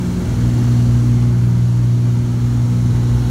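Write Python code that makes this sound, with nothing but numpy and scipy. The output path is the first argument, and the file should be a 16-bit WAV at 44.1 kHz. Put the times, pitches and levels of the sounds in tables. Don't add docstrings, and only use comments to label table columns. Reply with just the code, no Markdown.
import sys
import numpy as np
from scipy import signal
from scipy.fft import rfft, irfft
from scipy.io import wavfile
from scipy.ndimage import uniform_filter1d

SR = 44100
rng = np.random.default_rng(int(sys.argv[2]) if len(sys.argv) > 2 else 0)


def inscribe(sig):
    pcm = np.round(np.clip(np.atleast_2d(sig).T, -1, 1) * 32767)
    wavfile.write(sys.argv[1], SR, pcm.astype(np.int16))


N = 145530
T = np.arange(N) / SR
HZ = np.fft.rfftfreq(N, 1 / SR)


def amp(db):
    return 10 ** (np.asarray(db) / 20)


def unit(x):
    return x / np.sqrt(np.mean(abs(x) ** 2) + 1e-20)


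def curve(points):
    return np.interp(T, *np.transpose(points))


def noise(points):
    hz, db = np.transpose(points)
    spectrum_db = np.interp(np.log(HZ + 1), np.log(hz + 1), db)
    return unit(irfft(rfft(rng.standard_normal(N)) * amp(spectrum_db), N))


def drift(rate_hz):
    lowpass = (HZ > 0) / (1 + (HZ / rate_hz) ** 2) ** 2
    return unit(irfft(rfft(rng.standard_normal(N)) * lowpass, N))


def complex_drift(rate_hz):
    return drift(rate_hz) + 1j * drift(rate_hz)


# time in seconds, firings per second of one cylinder bank in Hz.
BANK_SPEED = [(0, 59.7), (.5, 59.77), (1.3, 59.7), (2.1, 59.82), (2.7, 59.7), (3.3, 59.76)]


def engine_angle():
    return 2 * np.pi * np.cumsum(curve(BANK_SPEED)) / SR


# time in seconds, rms level in dB before the flutter.
THROB_LEVEL = [(0, -38), (.15, -24), (.31, -28), (.48, -19), (.57, -37), (.66, -30), (.82, -26),
               (1.28, -26), (1.55, -40), (2.05, -37), (2.35, -35), (2.52, -27), (2.65, -33), (3.1, -24),
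               (3.3, -27)]
HUM_LEVEL = [(0, -25), (.08, -29.5), (.2, -34), (.3, -20), (.45, -15), (.56, -14.5), (.7, -12.5),
             (1.15, -13), (1.4, -13), (2.14, -14), (2.28, -17), (2.45, -15.3), (2.75, -15), (3.1, -15),
             (3.3, -17)]
THIRD_LEVEL = [(0, -22), (.22, -20), (.31, -34), (.44, -23.5), (.62, -39), (.82, -26), (.99, -37.5),
               (1.2, -27), (1.6, -23.5), (1.9, -29), (2.07, -26.5), (2.62, -35), (2.78, -21.5),
               (2.92, -30.5), (3.05, -29), (3.3, -30)]
OCTAVE_LEVEL = [(0, -28.5), (.16, -32), (.42, -26), (.65, -23), (1.15, -23), (1.6, -33), (1.8, -32.5),
                (2.15, -27.5), (2.65, -26.5), (3.3, -26.5)]
FIFTH_LEVEL = [(0, -34), (.22, -42), (.5, -30), (.8, -39.5), (1.1, -32.5), (1.33, -55), (1.7, -39.5),
               (2, -39), (2.4, -45), (2.56, -35), (2.8, -50), (3.02, -37), (3.3, -63)]
SIXTH_LEVEL = [(0, -33), (.25, -35), (.45, -41), (.62, -37), (.95, -40), (1.33, -36.5), (1.55, -44.5),
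               (1.9, -40), (2.25, -39.5), (2.47, -43), (2.8, -41), (3, -39), (3.3, -39)]
# multiple of the four-stroke cycle rate, rms level in dB before the shake.
LESSER_TONES = [(2, -44.5), (4, -36), (5, -29.5), (7, -34), (8, -49), (10, -41), (14, -48), (16, -56),
                (17, -51.5), (20, -50), (21, -50.5), (22, -53), (24, -49.5), (26, -55), (30, -56.5),
                (33, -53.5), (42, -57), (46, -58), (48, -59), (54, -56.5)]
# time in seconds, level change in dB.
CABIN_SHAKE = [(0, 0), (.25, 3.5), (.5, 1.5), (.8, 0.5), (1.15, -1), (1.4, -0.5), (1.7, -2.5), (2.1, -2),
               (2.5, -1), (2.9, -0.5), (3.3, 2)]
BANK_CYLINDERS = 3
TONES_FOLLOW = 0.8
FLUTTER, FLUTTER_HZ = .025, 13
WAVER, WAVER_HZ = 0.27, 3.9


def engines(angle):
    tones = np.zeros(N)
    shake_db = TONES_FOLLOW * curve(CABIN_SHAKE)
    bank_levels = [THROB_LEVEL, HUM_LEVEL, THIRD_LEVEL, OCTAVE_LEVEL, FIFTH_LEVEL, SIXTH_LEVEL]
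    for multiple, level in enumerate(bank_levels, start=1):
        gain = amp(curve(level)) * (1 + FLUTTER * drift(FLUTTER_HZ))
        tones += gain * np.cos(multiple * angle + 2 * np.pi * rng.random())
    for order, db in LESSER_TONES:
        waver = unit(1 + WAVER * complex_drift(WAVER_HZ))
        phase = round(order) * angle / BANK_CYLINDERS + 2 * np.pi * rng.random()
        tones += amp(db + shake_db) * (waver * np.exp(1j * phase)).real
    return np.sqrt(2) * tones


# frequency in Hz, relative noise strength in dB per Hz.
RUMBLE_SPECTRUM = [(15, -30), (30, -23), (42, -10), (55, 5.5), (75, -0.5), (100, 1), (140, -1.5), (185, -3),
                   (220, -7), (280, -5), (330, -11), (385, -16.5), (440, -22.5), (600, -29), (1200, -57)]
RUMBLE_DB = -25.5


def cabin_rumble():
    return amp(RUMBLE_DB + curve(CABIN_SHAKE)) * noise(RUMBLE_SPECTRUM)


GRAIN_HZ, GRAIN_S, PATCHY_DB = 70, .5, 1.5


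def patchy(x, size=2048):
    hz, t, z = signal.stft(x, SR, nperseg=size)
    field = rng.standard_normal(z.shape)
    field = uniform_filter1d(field, max(1, round(GRAIN_HZ / hz[1])), 0)
    field = unit(uniform_filter1d(field, max(1, round(GRAIN_S / t[1])), 1))
    return unit(signal.istft(z * amp(PATCHY_DB * field), SR, nperseg=size)[1][:N])


# frequency in Hz, relative strength in dB per Hz.
ROAR_SPECTRUM = [(100, -24), (350, -8), (480, 0), (620, -1.5), (740, -1.5), (880, 0.5), (1020, -4.5),
                 (1250, -2.5), (1550, -5), (1900, -10), (2120, -9), (2500, -18), (3300, -19), (6000, -60)]
HISS_SPECTRUM = [(1000, -16), (2300, 1), (2600, -2), (2730, 1.5), (3150, 0.5), (3550, 0), (4100, 0),
                 (4600, -2), (4950, -3.5), (5150, -2.5), (5450, -0.5), (5650, 1), (6900, 1), (7600, -4.5),
                 (8200, -4.5), (8700, -7.5), (9400, -6), (10400, -10.5), (10950, -5.5), (11400, -9),
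                 (13500, -14), (15700, -14)]
# time in seconds, rms level in dB.
ROAR_LEVEL = [(0, -39.5), (.3, -37.5), (.6, -37.2), (1, -39.5), (1.35, -39.5), (1.8, -41.5), (2.3, -41.5),
              (2.7, -40), (3, -38.5), (3.3, -38.5)]
HISS_LEVEL = [(0, -41.5), (.3, -41), (.6, -41), (1, -42), (1.35, -44.5), (1.8, -44.6), (2.3, -44.5),
              (2.75, -43), (3, -43), (3.3, -42)]
ROAR_FLICKER_DB, HISS_FLICKER_DB, FLICKER_HZ = 0.49, .25, 30
CHOP = .1


def slipstream(angle):
    roar_gain = amp(curve(ROAR_LEVEL) + ROAR_FLICKER_DB * drift(FLICKER_HZ))
    chop = 1 + CHOP * np.cos(2 * angle)
    roar = roar_gain * patchy(noise(ROAR_SPECTRUM)) * chop
    hiss_gain = amp(curve(HISS_LEVEL) + HISS_FLICKER_DB * drift(FLICKER_HZ))
    hiss = hiss_gain * patchy(noise(HISS_SPECTRUM))
    return roar + hiss


# time in seconds, centre frequency in Hz, level in dB.
GAP_RESONANCE = [(0, 4130, -54), (.5, 4350, -52), (.9, 4353, -52), (1.5, 4314, -57.5), (2.2, 4375, -55),
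                 (2.7, 4146, -56), (3, 4000, -52), (3.3, 4040, -50)]
GAP_WIDTH_HZ = 510


def window_gap():
    s, hz, db = np.transpose(GAP_RESONANCE)
    centre = np.exp(2j * np.pi * np.cumsum(np.interp(T, s, hz)) / SR)
    breath = unit((centre * complex_drift(GAP_WIDTH_HZ)).real)
    return amp(np.interp(T, s, db)) * breath


def scene():
    angle = engine_angle()
    return (engines(angle) + cabin_rumble() + slipstream(angle) + window_gap())[None]


EDGE_HZ = 15760


def record(dry):
    lowpass = signal.firwin(1023, EDGE_HZ, window=("kaiser", 9), fs=SR)
    return signal.oaconvolve(dry, lowpass[None], "same")


dry = scene()
out = record(dry)
inscribe(out)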